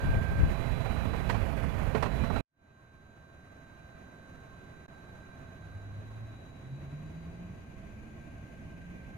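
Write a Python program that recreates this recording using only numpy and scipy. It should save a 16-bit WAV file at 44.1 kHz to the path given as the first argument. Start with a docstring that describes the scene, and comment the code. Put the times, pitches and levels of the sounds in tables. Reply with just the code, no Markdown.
"""A finger rubs, then covers, the left microphone beside a running fuel pump.
Fuel rushes through the ringing cabinet under a thin motor whine; nozzle and hose clunk.
The sound cuts off at 2.4 s and fades back in, quieter, with both microphone ports open.
Later a distant car pulls away through its gears and the road rumble grows."""
import sys
import numpy as np
from scipy import signal
from scipy.fft import rfft, irfft
from scipy.io import wavfile
from scipy.ndimage import uniform_filter1d

SR = 44100
rng = np.random.default_rng(int(sys.argv[2]) if len(sys.argv) > 2 else 0)


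def transcribe(signal):
    """Save signal, clipped to [-1, 1], as a 16-bit WAV file at the path in sys.argv[1]."""
    frames = np.atleast_2d(signal).T
    limited = np.clip(frames, -1, 1)
    pcm = np.round(limited * 32767).astype(np.int16)
    wavfile.write(sys.argv[1], SR, pcm)


N = 404397
T = np.arange(N) / SR
CUT_S, RESUME_S = 2.41, 2.445
DIP_START_S, DIP_END_S, DIP_DB = 4.864, 4.881, 25.4

# Throttle pulls. Each row: start in seconds, length in seconds, initial firing rate in Hz,
# climb in Hz per second, level in dB, fade in dB per second.
CAR_PULLS = [(5.602, 0.63, 94, 26.5, -45.5, -1.5), (6.6, 0.85, 125.6, 62, -43.5, 6),
             (7.653, 0.53, 192.7, 57.4, -55, 4), (8.571, 0.87, 154.9, 67.8, -53.5, 2)]
# Finger strokes. Each row: start in seconds, length in seconds, level in dB.
FINGER_STROKES = [(0.013, .185, -24), (0.273, 0.15, -27.5), (0.372, 0.11, -23.5)]
# Rubbing skin. 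Each row: frequency in Hz, relative level in dB.
RUB_SPECTRUM = [(20, -1), (55, 8), (140, 1), (300, -15.5), (600, -25), (1200, -40.5), (3000, -53),
                (6000, -73), (15000, -64)]
# Nozzle and hose knocks. Each row: start in seconds, level in dB, low-pass in Hz, high-pass in Hz,
# decay time constant in seconds, main ring in Hz.
CLUNK_HITS = [(0.856, -30.5, 1300, 500, 0.018, 785), (.961, -32, 1290, 500, 0.013, 785),
              (1.008, -29.5, 1400, 600, 0.0051, 1480), (1.13, -32.5, 1200, 600, .026, 1000),
              (1.29, -23.5, 1700, 600, 0.0063, 122), (1.295, -23.5, 2780, 600, 0.015, 1923),
              (1.343, -24.5, 1400, 500, 0.012, 118), (1.631, -36, 1500, 400, .01, 1460),
              (1.947, -20.5, 1560, 300, 0.015, 430), (2.024, -21, 2070, 500, 0.016, 973),
              (2.057, -25.5, 1500, 600, .012, 1070), (2.235, -29, 1920, 160, 0.018, 230.6),
              (2.3, -22.5, 1100, 250, 0.013, 187), (2.359, -25, 1600, 350, 0.014, 1364)]
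# Hardware resonances. Each row: centre in Hz, width in Hz, boost in dB.
HARDWARE_MODES = [(228, 57, 24), (440, 132, 11.5), (758, 770, 10.5), (1074, 330, 4.5), (1436, 340, 9.5),
                  (1930, 400, 9.5), (2820, 1100, 4.5), (4220, 340, 7)]
# Pump motor. Each row: time in seconds, shaft rate in Hz, unsteadiness as a factor.
MOTOR_RUN = [(0, 262.6, 0.8), (2.41, 262.6, 0.9), (2.445, 262, 0.17), (4.864, 261.7, .08),
             (4.881, 262, 0.94), (9.17, 261.9, 1.1)]
# Weak shaft orders. Each row: multiple, level in dB before the cut, level in dB after it.
WEAK_ORDERS = [(7, -91, -105.5), (9, -61, -105), (13, -72, -104), (14, -82, -88), (16, -77.5, -91),
               (17, -72.5, -99), (26, -87, -85.5), (30, -85, -96.5), (39, -84, -92)]
# The whine swells and fades as the microphones move through its standing waves.
# Before the cut, right port. Each row: time in seconds, 6th order in dB, 15th order in dB.
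WHINE_BEFORE = [(0, -42, -57), (.18, -39.5, -64.5), (.44, -44, -62.5), (.54, -55, -56.5), (.95, -58, -54),
                (1.28, -49, -59.5), (1.62, -60.5, -74.5), (1.88, -55, -64), (2.41, -54.5, -52)]
# After the cut. Each row: time in seconds, then levels in dB of the 6th order left and right,
# the 15th left and right, and the 18th at both ports.
WHINE_AFTER = [(3.0, -62.5, -57, -70.5, -72, -91), (5.7, -66, -57.5, -70.5, -73.5, -91),
               (6.45, -66.5, -68, -66, -76, -95), (7.25, -64, -85, -71, -87, -83),
               (7.95, -61.5, -72, -79.5, -89, -89), (9.17, -61, -57, -81, -77, -94)]
# Base spectra of fuel and road, before and after the cut.
# Each row: frequency in Hz, left density in dB, right density in dB.
RUSH_BEFORE = [(20, -72, -54.5), (49.3, -56, -46.5), (107, -74.5, -48), (212.5, -87, -56.5),
               (280, -91, -61), (335, -98.5, -68), (506, -99.5, -66.5), (564, -100, -66),
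               (1310, -103, -72.5), (2060, -101, -77.5), (2560, -102, -81.5), (3520, -109, -91),
               (5460, -119, -97.5), (9000, -118, -99.5), (15000, -114, -104)]
RUSH_AFTER = [(20.6, -110, -72), (72.6, -67.5, -69), (149, -73.5, -72), (250, -79, -76),
              (477, -90.5, -86.5), (653, -85.5, -82.5), (806, -92, -88), (1330, -99.5, -89),
              (2050, -100, -96.5), (2530, -100.5, -103), (3780, -110.5, -110.5), (5800, -116.5, -114),
              (9600, -118.5, -117.5), (14900, -123, -122)]
# Cabinet resonances. Each row: centre in Hz, width in Hz, then boosts in dB before the cut,
# left after it and right after it.
CABINET_MODES = [(403, 71, 2.5, 1.1, 2), (536, 30, 3.5, 1.3, 1.5), (664.7, 25, 10.5, 1, 8.5),
                 (1072, 43, 0.5, 7.7, 7.5), (1517, 33, 5.5, 1.5, 8), (1966, 20, -1, 1, 5),
                 (2398, 30, 8, 7.3, 12), (2555, 30, 8, 6.5, 6.5), (2910, 60, 5, 2, 7),
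                 (3423, 50, 9, 5, 2.5), (5830, 160, -0.5, 8.2, 5), (6440, 620, 0.5, 13.8, 0),
                 (6910, 170, 4, 9.5, -5), (8400, 300, 0, 1, 1.5), (9000, 300, 2, 4.5, 5.5),
                 (10380, 220, 5.5, 2.5, 6)]
# Microphone port colour. Each row: centre in Hz, width in Hz, gain in dB.
PORT_BANDS = [(7700, 510, -7.5), (11080, 700, -13.5), (12450, 460, 6)]
# Slow ramps of road rumble, left midrange, right midrange and flow hiss, in that order.
# Each row: start in seconds, end in seconds, initial gain in dB, final gain in dB.
RUSH_RAMPS = [(4.002, 7.8, -3.5, 1.3), (5.2, 8.7, -0.5, -1), (5.5, 8.6, 0.5, -8), (5.8, 9.17, 2.3, 7)]


def from_db(db):
    return 10 ** (np.asarray(db) / 20)


def unit_rms(x):
    return x / np.sqrt(np.mean(x ** 2) + 1e-20)


def curves(rows, at):
    """Table columns interpolated along the first."""
    first, *columns = np.transpose(rows)
    return np.array([np.interp(at, first, c) for c in columns])


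def spectra(rows, hz):
    """Table columns interpolated over log frequency."""
    first, *columns = np.transpose(rows)
    return np.array([np.interp(np.log(hz + 1), np.log(first + 1), c) for c in columns])


def bell(hz, centre_hz, width_hz):
    """Gaussian of height 1; full width at half height."""
    return .5 ** ((2 * (hz - centre_hz) / width_hz) ** 2)


def bands_db(rows, hz):
    """Sum of bell-shaped boosts and cuts."""
    return sum(db * bell(hz, centre_hz, width_hz) for centre_hz, width_hz, db in rows)


def shaped_noise(gain, n=N):
    """Noise of rms 1, shaped by gain(hz)."""
    hz = np.fft.rfftfreq(n, 1 / SR)
    return unit_rms(irfft(rfft(rng.standard_normal(n)) * gain(hz), n))


def wander(rate_hz):
    """Smooth random motion of rms 1, up to about rate_hz."""
    return shaped_noise(lambda hz: bell(hz, 0, 2 * rate_hz))


def envelope(start_s, length_s, attack_s, release_s):
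    """Linear rise, hold, exponential release."""
    t = T - start_s
    return np.clip(t / attack_s, 0, 1) * np.exp(-np.maximum(t - length_s, 0) / release_s)


def distant_car(octave_db=-19, waver_db=2.5, jitter=0.018):
    """Exhaust firing tone: climbs with each throttle pull, dies as the driver lifts off."""
    out = np.zeros((2, N))
    pitch_waver = 1 + jitter * wander(32)
    for start_s, length_s, start_hz, climb_hz_per_s, db, fade_db_per_s in CAR_PULLS:
        t = np.clip(T - start_s, 0, length_s)
        firing_hz = (start_hz + climb_hz_per_s * t) * pitch_waver
        phase = 2 * np.pi * np.cumsum(firing_hz) / SR + np.array([[0], [.5]])
        tone = np.sin(phase) + from_db(octave_db) * np.sin(2 * phase)
        throttle = envelope(start_s, length_s, attack_s=0.083, release_s=0.13)
        out += tone * from_db(db - fade_db_per_s * t) * throttle
    return np.sqrt(2) * out * from_db(waver_db * wander(17))


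def finger_rub(grip_db=2.9):
    """Skin sticks and slips over the port: a lumpy, dull rumble."""
    scrape = shaped_noise(lambda hz: from_db(spectra(RUB_SPECTRUM, hz)[0]))
    pressure = sum(from_db(db) * envelope(start_s, length_s, attack_s=0.057, release_s=0.02)
                   for start_s, length_s, db in FINGER_STROKES)
    return unit_rms(scrape * from_db(grip_db * wander(120))) * pressure


def clunks(attack_s=0.0025, ring_db=1.5):
    """Loose parts rattle briefly and ring the hardware, one note most; low notes ring harder."""
    out, t = np.zeros(N), T[:SR // 4]
    for start_s, db, lowpass_hz, highpass_hz, decay_s, ring_hz in CLUNK_HITS:
        def colour(hz):
            passband = hz / np.hypot(hz, highpass_hz) / (1 + (hz / lowpass_hz) ** 2)
            return from_db(bands_db(HARDWARE_MODES, hz)) * passband

        rattle = shaped_noise(colour, len(t))
        ring = from_db(ring_db) * np.sin(2 * np.pi * ring_hz * t) / np.hypot(1, ring_hz / 600)
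        strike = (1 - np.exp(-t / attack_s)) * np.exp(-t / decay_s)
        start = round(start_s * SR)
        out[start:start + len(t)] += from_db(db) * (rattle + ring) * strike
    return out


def motor_whine(covered_db=-34.5, jitter=0.00301, tremble_hz=40):
    """Shaft orders of the pump motor, made fuzzy by quick trembling of phase and level."""
    shaft_hz, unsteady = curves(MOTOR_RUN, T)
    shaft_rad = 2 * np.pi * np.cumsum(shaft_hz * (1 + jitter * unsteady * wander(120))) / SR
    tremble_rad = 0.2 * unsteady * np.array([wander(tremble_hz), wander(tremble_hz)])
    flutter_db = 1.5 * unsteady * np.array([wander(60), wander(66)])
    left_covered = from_db([[covered_db], [0]])

    def order(k, before_db, after_db):
        phase = round(k) * shaft_rad + np.sqrt(k) * tremble_rad + [[0], [np.pi / 2]]
        gain = np.where(T < CUT_S, from_db(before_db) * left_covered, from_db(after_db))
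        return np.sqrt(2) * np.sin(phase) * gain

    before, after = curves(WHINE_BEFORE, T), curves(WHINE_AFTER, T)
    strong = order(6, before[0], after[:2]) + order(15, before[1], after[2:4])
    weak = order(18, -86, after[4]) + sum(order(*row) for row in WEAK_ORDERS)
    return (strong + weak) * from_db(flutter_db)


def port_sealing_db(time_s, sealed_s=.47, closing_s=.1, leak_db=4):
    """Road, left mid, right mid and hiss gains: the left mid drops as the finger seals the port."""
    leak = np.clip((sealed_s - time_s) / closing_s + 1, 0, 1)
    return np.array([[-1.5], [-2], [-2], [1.5]]) + np.outer([0, 1, 0, 0], leak_db * leak)


def slow_drift_db(time_s):
    """Road, left mid, right mid and hiss gains: rumble and hiss grow, the midrange recedes."""
    return np.array([np.interp(time_s, [start_s, end_s], [from_level_db, to_level_db])
                     for start_s, end_s, from_level_db, to_level_db in RUSH_RAMPS])


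def fuel_rush(spectrum, modes, drift, patch_db, flicker_db, bass_coherence):
    """Turbulent flow ringing in the cabinet, over road rumble; stereo."""
    hz, time_s, bins = signal.stft(rng.standard_normal((2, N)), SR, nperseg=4096, noverlap=3072)
    bin_hz = hz[:, None]
    shared = bass_coherence * bell(bin_hz, 0, 900)  # only long waves reach both ports alike
    bins[1] = shared * bins[0] + np.sqrt(1 - shared ** 2) * bins[1]
    shape_db = spectra(spectrum, hz) + bands_db(PORT_BANDS, hz)
    shape_db += sum(np.outer(db, bell(hz, centre_hz, width_hz)) for centre_hz, width_hz, *db in modes)
    road_db, left_db, right_db, hiss_db = drift(time_s)
    road_share = 1 / (1 + (bin_hz / 330) ** 4)
    mid_db = np.array([left_db, right_db])[:, None] * bell(bin_hz, 1440, 1100)
    drift_db = road_db * road_share + mid_db + hiss_db * bell(bin_hz, 2270, 1370)
    patches = uniform_filter1d(rng.standard_normal(bins.shape[1:]), size=24, axis=0)
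    patches = unit_rms(uniform_filter1d(patches, size=4, axis=1))
    bins *= from_db(shape_db[:, :, None] + drift_db + patch_db * patches * (1 - road_share))
    noise = signal.istft(bins, SR, nperseg=4096, noverlap=3072)[1][:, :N]
    return np.sqrt(SR / 2) * noise * from_db(flicker_db * wander(28))


def fade_in_db(quick_db=39, quick_s=0.12, slow_db=13, slow_s=0.82):
    """Opens quickly after the cut, then creeps up to full level."""
    t = np.maximum(T - RESUME_S, 0)
    return -quick_db * np.exp(-(t / quick_s) ** 2) - slow_db * np.exp(-t / slow_s)


def scene():
    """Pump with finger and clunks, a hard cut, then the quieter pump with the car."""
    modes_before = [(hz, width_hz, db, db) for hz, width_hz, db, _, _ in CABINET_MODES]
    modes_after = [(hz, width_hz, *sides_db) for hz, width_hz, _, *sides_db in CABINET_MODES]
    whine = motor_whine()
    before = whine + fuel_rush(RUSH_BEFORE, modes_before, port_sealing_db,
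                               patch_db=0.9, flicker_db=1.1, bass_coherence=0.22)
    before += clunks() * from_db([[-31], [2]])
    before += finger_rub() * from_db([[0], [-28]])
    after = whine + fuel_rush(RUSH_AFTER, modes_after, slow_drift_db,
                              patch_db=0.63, flicker_db=0.84, bass_coherence=1.0)
    after += distant_car() * from_db([[-.5], [.5]])
    dip = (T > DIP_START_S) & (T < DIP_END_S)  # the sound drops out for an instant
    after *= from_db(fade_in_db() - DIP_DB * uniform_filter1d(dip * 1., size=60))
    cut_db = np.interp(T, [CUT_S - .002, CUT_S + .002, RESUME_S], [0, -32, -70])
    return before * from_db(cut_db) * (T < RESUME_S) + after * (T > CUT_S)


def record(dry):
    """Low-pass at 15.4 kHz."""
    lowpass = signal.firwin(511, 15400, window=("kaiser", 9), fs=SR)
    return signal.oaconvolve(dry, lowpass[None], "same")


dry = scene()
out = record(dry)
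transcribe(out)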